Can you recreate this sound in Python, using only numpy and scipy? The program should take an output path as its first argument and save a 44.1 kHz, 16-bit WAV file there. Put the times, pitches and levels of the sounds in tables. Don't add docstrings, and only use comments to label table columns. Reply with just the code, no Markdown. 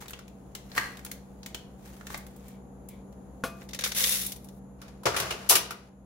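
import sys
import numpy as np
from scipy import signal
from scipy.fft import rfft, irfft, next_fast_len
from scipy.io import wavfile
from scipy.ndimage import uniform_filter1d

SR = 44100
rng = np.random.default_rng(int(sys.argv[2]) if len(sys.argv) > 2 else 0)


def file_out(sig):
    cols = np.atleast_2d(sig).T
    lim = np.clip(cols, -1, 1)
    pcm = np.round(lim * 32767).astype(np.int16)
    wavfile.write(sys.argv[1], SR, pcm)


N = 266805

# start in seconds, level in dB, brightness in dB, bowl ring in dB.
CHIP_LANDINGS = [(3.6162, -46, -19, -7.5), (3.688, -35, 0, -10.5), (3.7074, -41.5, 1, -1.5),
                 (3.732, -25.5, -1, -18), (3.7451, -25.5, -1, -16), (3.7594, -37, -0.5, -5),
                 (3.789, -19.5, -2.5, -18), (3.8078, -25, 2.5, -9), (3.8197, -29, -7, -8),
                 (3.837, -13.5, -2.5, -15), (3.8464, -20, -0.5, -5.5), (3.86, -22.5, -11.5, -8),
                 (3.917, -21, -2, -10), (3.9468, -25.5, 9, -5), (4.0387, -13.5, 4.5, 2.5),
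                 (4.091, -21.5, 12.5, -9.5), (4.1206, -20.5, 14, 1), (4.2636, -29, 19, -6),
                 (4.3185, -26, 8, -17), (4.36, -40.5, 11, -23), (4.443, -47.5, 16, -25),
                 (4.4852, -41.5, 2, -28)]
# time in seconds, level in dB.
POUR_LEVELS = [(3.84, -33), (3.94, -54.5), (3.967, -32), (4.03, -31.5), (4.12, -33.5), (4.22, -38.5),
               (4.3, -50), (4.39, -69.5), (4.6, -78)]
# frequency in Hz, relative density in dB.
HEAP_SPECTRUM = [(180, -47.5), (300, -34.5), (536, -5), (622, -18.5), (1330, -11.5), (2050, -5),
                 (3160, -4.5), (3610, -2.5), (4630, -3.5), (5840, -0.5), (8270, 0.5), (10300, 8.5),
                 (15800, 4)]
# frequency in Hz, bandwidth in Hz, level in dB.
BOWL_RESONANCES = [(2050, 120, -4), (2710, 170, -10.5), (3640, 160, 10), (4200, 250, -6), (5720, 200, -5)]
# start in seconds, level in dB, brightness in dB, pitch in Hz, ring in dB.
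BAG_SNAPS = [(0.0207, -46, -17.5, 1780, -2), (0.057, -39.5, -7.5, 2170, -4), (0.0806, -32, 4, 3740, -4),
             (.0948, -38, 6, 3640, -9), (0.1058, -38.5, 13, 1460, 0.5), (0.1323, -31.5, -5.5, 2900, 1),
             (0.1893, -37, -0.5, 1340, 2), (0.2786, -44, 2, 2530, -6), (.55, -24.5, 2, 2870, -16),
             (.7155, -42, -9, 4190, 6.5), (0.7774, -19, -1, 1720, 12), (0.97, -40, 5.5, 3660, 0),
             (0.991, -39.5, 2, 1820, 3), (1.048, -31.5, 12, 1390, -5), (1.062, -32, -2, 2260, -17),
             (1.1134, -27.5, 9, 1860, -5), (1.43, -39.5, -2, 4650, 2), (1.4602, -27, 2.5, 2160, -14),
             (1.545, -24, 0, 3300, -5), (2.009, -43, -10, 1380, 10), (2.0676, -31, 1, 1730, -1),
             (2.1016, -39, -14, 1250, -4), (2.143, -25.5, -7.5, 2080, -2.5), (2.1748, -40, 16.5, 1850, -13),
             (2.2646, -41.5, 8.5, 1640, -4), (2.362, -51.5, 14.5, 914, -7), (2.4815, -47.5, 14.5, 2120, -7),
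             (2.886, -43.5, 17, 1110, -9), (3.1247, -50.5, 0, 991, -14)]
# time in seconds, level in dB.
RUSTLE_LEVELS = [(0, -32), (.06, -75.5), (.25, -82), (.59, -75), (.74, -62), (.765, -42), (.84, -55),
                 (.96, -67), (1.15, -76), (1.77, -77.5), (1.85, -61), (2.05, -67.5), (2.12, -48.5),
                 (2.25, -72.5), (2.52, -66.5), (2.62, -100), (3.48, -79), (3.63, -63), (3.7, -88)]
# frequency in Hz, relative density in dB.
BAG_SPECTRUM = [(290, -9), (500, -7.5), (639, -14.5), (841, -9.5), (1110, -11.5), (3270, -8), (3620, -8),
                (5120, -10), (6540, -5), (12500, 0.5), (15800, -0.5)]
# start in seconds, level in dB, brightness in dB,
# T60 in seconds, pitch in Hz, ring in dB.
CUP_BLOWS = [(4.8146, -39.5, -0.5, 0.089, 1330, -1), (4.8791, -42.5, -4, 0.064, 690, -13),
             (5.0323, -42.5, 4, .076, 1015, 6.5), (5.0545, -17.5, -6, 0.17, 451, 1.5),
             (5.0636, -23.5, -13.5, 0.11, 947, 5), (5.1426, -30, -8, 0.084, 1390, 11),
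             (5.1625, -21, 0.5, 0.17, 1950, -0.5), (5.1985, -18.5, 2, 0.069, 687, -8.5),
             (5.3059, -22.5, -4.5, 0.11, 2830, 0), (5.49, -19.5, 13.5, 0.086, 5740, -7),
             (5.4942, -9.5, 8, 0.15, 5700, -10), (5.5059, -11, 3.5, 0.082, 708, -2),
             (5.5196, -13.5, 0.5, 0.15, 1260, -6), (5.5522, -10.5, 4, 0.11, 2420, -7.5),
             (5.6058, -33, 0, .086, 2000, -2), (5.7054, -28, 0.5, 0.083, 1440, 4.5)]
# time in seconds, level in dB.
RATTLE_LEVELS = [(4.78, -80), (4.84, -64), (5.03, -79.5), (5.11, -49), (5.22, -41), (5.38, -53),
                 (5.48, -56.5), (5.64, -56), (5.9, -73.5)]
# frequency in Hz, relative density in dB.
CUP_SPECTRUM = [(88, -34), (150, -7), (217, -30), (375, -6.5), (622, -8.5), (699, -9.5), (817, -11.5),
                (1230, -9.5), (2000, -12.5), (2390, -6.5), (8150, -3), (10300, 3), (15800, -3.5)]
# frequency in Hz, bandwidth in Hz, level in dB.
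CUP_RESONANCES = [(398, 80, 1), (517, 78, -1.5), (720, 90, -2), (940, 87, 2), (1236, 134, -2),
                  (1410, 130, -1), (1930, 160, -0.5), (2460, 200, 1), (2870, 150, 8.5), (5760, 340, -0.5)]
# start in seconds, level in dB, left minus right in dB.
KNOCKS = [(3.438, -23, 1.5)]
# frequency in Hz, relative level in dB, T60 in seconds.
GLASS_MODES = [(520, -4, .5), (672, 0.5, .45), (1066, -7.5, .26), (1184, -1.5, .4), (1410, -1, 0.32),
               (1723, -14, .26), (2500, -5.5, 0.42), (3380, -6.5, 0.16), (4151, -13, .2)]
# frequency in Hz, relative level in dB, T60 in seconds.
CLUNK_MODES = [(255.6, -1.5, 0.11), (530, -2, 0.08), (1106, 1, 0.047), (1450, 6, 0.025)]
# time in seconds, level in dB.
DRAG_LEVELS = [(.7, -71), (.75, -52), (.7765, -35), (.7785, -20.5), (.793, -36), (.85, -40), (.9, -48.5),
               (1.0, -60)]
# frequency in Hz, bandwidth in Hz, level in dB.
CUP_CAVITY = [(1180, 120, -2), (1580, 120, 0), (1900, 170, -1), (4150, 130, -9)]
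# time in seconds, level in dB.
SCRAPE_LEVELS = [(2.2, -80), (2.35, -77), (2.55, -66.5), (2.68, -100), (2.87, -99), (2.9, -60), (3.02, -75)]
# frequency in Hz, bandwidth in Hz, level in dB.
SCRAPE_RESONANCES = [(2290, 260, 0), (3170, 730, -4)]
# start in seconds, level in dB.
STOVE_BOOMS = [(5.057, -31), (5.201, -35), (5.499, -41)]
# frequency in Hz, relative level in dB, T60 in seconds.
STOVE_MODES = [(126.6, 2.5, .22), (85.4, -8.5, 0.76)]
# frequency in Hz, T60 in seconds.
ROOM_T60 = [(200, 0.66), (1000, 0.41), (4000, 0.39), (12000, 0.21)]
# frequency in Hz, level in dB.
HUM_TONES = [(48.26, -67), (59.4, -55.5), (65.0, -58.5), (96.5, -67), (120, -64.5), (135.2, -57),
             (193.05, -51), (270.4, -66.5), (386.1, -78.5), (482.6, -64.5), (772, -70.5)]
# frequency in Hz, relative density in dB.
AIR_SPECTRUM = [(18, -34.5), (30, -28.5), (59, -3), (98, -30), (198, -1.5), (318, -10.5), (483, -11.5),
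                (628, -14.5), (775, -16), (2390, -42), (5680, -51), (6830, -34.5), (8420, -58.5),
                (10100, -39), (15800, -58.5)]
# time in seconds, gain in dB.
BACKGROUND_GAIN = [(0, -0.5), (.5, 1.5), (2, 1.5), (4.2, 3), (4.7, 0.5), (5.6, 1), (5.8, -3), (6.05, -3.5)]
# frequency in Hz, left minus right in dB, side gain in dB.
PORT_RESPONSE = [(60, 1.5, -4), (254.5, 0, -9.5), (490, 3, -6), (1500, 0, 0), (5000, 2.5, 0),
                 (8600, 1.5, 1.5), (10700, 10.5, 1), (12740, -5.5, -2), (15400, -4, 0)]


def pouring_chips():
    out = stream(POUR_LEVELS, HEAP_SPECTRUM, clump_db=1.5, bass_db=-7.5, treble_db=2.1,
                 brighten_db_per_s=9, modes=BOWL_RESONANCES, ring_db=-12.5)
    for start, db, bright_db, ring_db in CHIP_LANDINGS:
        add(out, start, burst(db, bright_db, HEAP_SPECTRUM, BOWL_RESONANCES, ring_db,
                              bass_db=-9, treble_db=-5, rise_ms=1.8, t60=0.055))
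    return out


def crackling_bag():
    out = stream(RUSTLE_LEVELS, BAG_SPECTRUM, clump_db=2.5, bass_db=2.5, treble_db=2.0)
    snap_q = 5.9
    for start, db, bright_db, hz, ring_db in BAG_SNAPS:
        add(out, start, burst(db, bright_db, BAG_SPECTRUM, [(hz, hz / snap_q, 0)], ring_db,
                              bass_db=-2, treble_db=-2.5, rise_ms=1.64, t60=0.039))
    return out


def clattering_cups():
    out = stream(RATTLE_LEVELS, CUP_SPECTRUM, clump_db=1.1, bass_db=7.5, treble_db=-6.5)
    falloff = 45.5
    for start, db, bright_db, t60, pitch_hz, ring_db in CUP_BLOWS:
        modes = [(hz, width, mode_db - falloff * np.log2(hz / pitch_hz) ** 2)
                 for hz, width, mode_db in CUP_RESONANCES]
        add(out, start, burst(db, bright_db, CUP_SPECTRUM, modes, ring_db,
                              bass_db=-2, treble_db=-2, rise_ms=2.27, t60=t60))
    return out


def bowl_knock():
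    out, t = np.zeros((2, N)), np.arange(SR // 2) / SR
    low, mid, high = bands(rng.standard_normal(len(t)), CUP_SPECTRUM)
    crack = (low + gain_of(-6.0) * mid + gain_of(-5.5) * high) * decay(t, t60=0.19)
    thump = gain_of(-4) * struck_modes(CLUNK_MODES, t) + gain_of(-11.5) * crack
    ring = gain_of(-17) * struck_modes(GLASS_MODES, t)
    bounce_s, bounce_db = .0062, -15
    for start, db, pan_db in KNOCKS:
        add(out, start, panned(gain_of(db) * (ring + thump), pan_db))
        add(out, start + bounce_s, panned(gain_of(db + bounce_db) * thump, pan_db))
    return out


def cup_friction(levels, modes):
    times, db = np.transpose(levels)
    t = np.arange(times[0], times[-1], 1 / SR)
    slips = patter(len(t), per_s=1700, spread_db=1.0, width=0.67)
    out = np.zeros((2, N))
    add(out, times[0], resonate(slips, modes) * gain_of(np.interp(t, times, db)))
    return out


def stove_booms():
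    out, t = np.zeros((2, N)), np.arange(SR // 2) / SR
    rise = 1 - np.exp(-t / 0.013)
    for start, db in STOVE_BOOMS:
        add(out, start, panned(gain_of(db) * rise * struck_modes(STOVE_MODES, t), 0))
    return out


def stream(levels, spectrum, clump_db, bass_db, treble_db, brighten_db_per_s=0, modes=(), ring_db=-99):
    times, db = np.transpose(levels)
    t = np.arange(times[0], times[-1], 1 / SR)
    hits = patter(next_fast_len(len(t)), per_s=5000, spread_db=1.0, width=1.0)
    hits = hits * gain_of(clump_db * slow_noise(hits.shape[1], span=120))
    low, mid, high = (band[:, :len(t)] for band in bands(hits, spectrum))
    bright_db = brighten_db_per_s * (t - times[0])
    sound = mid + gain_of(bass_db - bright_db) * low + gain_of(treble_db + bright_db) * high
    if modes:
        sound = sound + gain_of(ring_db) * resonate(hits[:, :len(t)], modes)
    envelope = gain_of(np.interp(t, times, db)) * signal.windows.tukey(len(t), .02)
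    out = np.zeros((2, N))
    add(out, times[0], sound * envelope)
    return out


def burst(db, bright_db, spectrum, modes, ring_db, bass_db, treble_db, rise_ms, t60):
    t = np.arange(8192) / SR
    low, mid, high = bands(patter(len(t), per_s=9000, spread_db=2.8, width=0.93), spectrum)
    impacts = mid + gain_of(bass_db - bright_db) * low + gain_of(treble_db + bright_db) * high
    ring = gain_of(ring_db) * resonate(low + mid, modes)
    rise = 1 - np.exp(-(1000 * t / rise_ms) ** 2)
    tick = gain_of(-1) * decay(t, t60=0.0086)
    crest_db = 8
    return (impacts + ring) * gain_of(db - crest_db) * rise * (decay(t, t60) + tick)


def patter(count, per_s, spread_db, width):
    mid, side = clicks(count, per_s, spread_db), clicks(count, per_s, spread_db)
    return np.array([mid + width * side, mid - width * side])


def clicks(count, per_s, spread_db):
    chance, sign, size = rng.random((count, 3)).T
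    return (chance < per_s / SR) * np.sign(sign - .5) * gain_of(-spread_db * np.log(size + 0.015))


def resonate(x, modes):
    return unit_rms(sum(gain_of(db) * unit_rms(signal.lfilter(*signal.iirpeak(hz, hz / width, SR), x))
                        for hz, width, db in modes))


def struck_modes(modes, t):
    return sum(gain_of(db) * decay(t, t60) * np.sin(2 * np.pi * hz * t) for hz, db, t60 in modes)


def bands(x, spectrum):
    hz = np.fft.rfftfreq(x.shape[-1], 1 / SR)
    coloured = rfft(x) * gain_of(at_frequency(spectrum, hz))
    low, high = 1 / (1 + (hz / 2000) ** 6), 1 / (1 + (7000 / (hz + 1)) ** 10)
    return [unit_rms(irfft(coloured * share, x.shape[-1])) for share in (low, 1 - low - high, high)]


def kitchen_reverb(x):
    taps = np.zeros((2, SR))
    arrivals = np.arange(120, SR - 20, 20) + rng.integers(0, 20, (2, (SR - 121) // 20))
    np.put_along_axis(taps, arrivals, rng.choice([-1., 1.], arrivals.shape), 1)
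    hz, t, spectra = signal.stft(taps, SR, nperseg=256)
    tail = signal.istft(spectra * decay(t, at_frequency(ROOM_T60, hz)[:, None]), SR, nperseg=256)[1]
    return signal.fftconvolve(x, tail / np.linalg.norm(tail[0]), axes=1)[:, :N]


def room_tone():
    frames, hz = N // 512 + 5, np.fft.rfftfreq(2048, 1 / SR)
    left_re, left_im, right_re, right_im = rng.standard_normal((frames, 1025, 4)).T
    white = np.array([left_re + 1j * left_im, right_re + 1j * right_im])
    spectra = white * gain_of(at_frequency(AIR_SPECTRUM, hz))[:, None]
    air = gain_of(-51) * unit_rms(signal.istft(spectra, nperseg=2048, noverlap=1536)[1][:, :N])
    hum, t = np.zeros(N), np.arange(N) / SR
    for tone_hz, db in HUM_TONES:
        waver = 1 + 0.15 * (slow_noise(N, span=9000) + 1j * slow_noise(N, span=9000))
        phasor = np.exp(2j * np.pi * (tone_hz * t + rng.random()))
        hum += gain_of(db + 1.0) * (waver * phasor).real
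    return (air + hum) * gain_of(np.interp(t, *np.transpose(BACKGROUND_GAIN)))


def slow_noise(count, span):
    return unit_rms(uniform_filter1d(uniform_filter1d(rng.standard_normal(count), span), span))


def decay(t, t60):
    return gain_of(-60 * t / t60)


def gain_of(db):
    return 10 ** (np.asarray(db) / 20)


def unit_rms(x):
    return x / np.sqrt(np.mean(x ** 2) + 1e-20)


def at_frequency(points, hz):
    table_hz, values = np.transpose(points)
    return np.interp(np.log(hz + 1), np.log(table_hz + 1), values)


def panned(x, pan_db):
    return np.array([x * gain_of(pan_db / 2), x * gain_of(-pan_db / 2)])


def add(mix, start, sound):
    part = mix[:, round(start * SR):][:, :sound.shape[1]]
    part += sound[:, :part.shape[1]]


def scene():
    bag = crackling_bag()
    chips = pouring_chips()
    cups = clattering_cups()
    cups += cup_friction(DRAG_LEVELS, CUP_CAVITY)
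    cups += cup_friction(SCRAPE_LEVELS, SCRAPE_RESONANCES)
    bowl = chips + bowl_knock()
    into_room = gain_of(-13) * bowl + gain_of(-7.0) * bag + gain_of(-9.0) * cups
    return bowl + bag + cups + stove_booms() + kitchen_reverb(into_room) + room_tone()


def record(dry):
    size = next_fast_len(N)
    left, right = rfft(dry, size)
    hz = np.fft.rfftfreq(size, 1 / SR)
    port_hz, lean_db, side_db = np.transpose(PORT_RESPONSE)
    mid = (left + right) / 2
    side = (left - right) / 2 * gain_of(at_frequency(np.c_[port_hz, side_db], hz))
    shading = panned(0.96, at_frequency(np.c_[port_hz, lean_db], hz))
    ports = irfft(np.array([mid + side, mid - side]) * shading, size)[:, :N]
    rounded = .9 * np.tanh(ports / .9)
    band_limit = signal.firwin(511, cutoff=15850, window=("kaiser", 9), fs=SR)
    return signal.oaconvolve(rounded, band_limit[None], "same")


dry = scene()
out = record(dry)
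file_out(out)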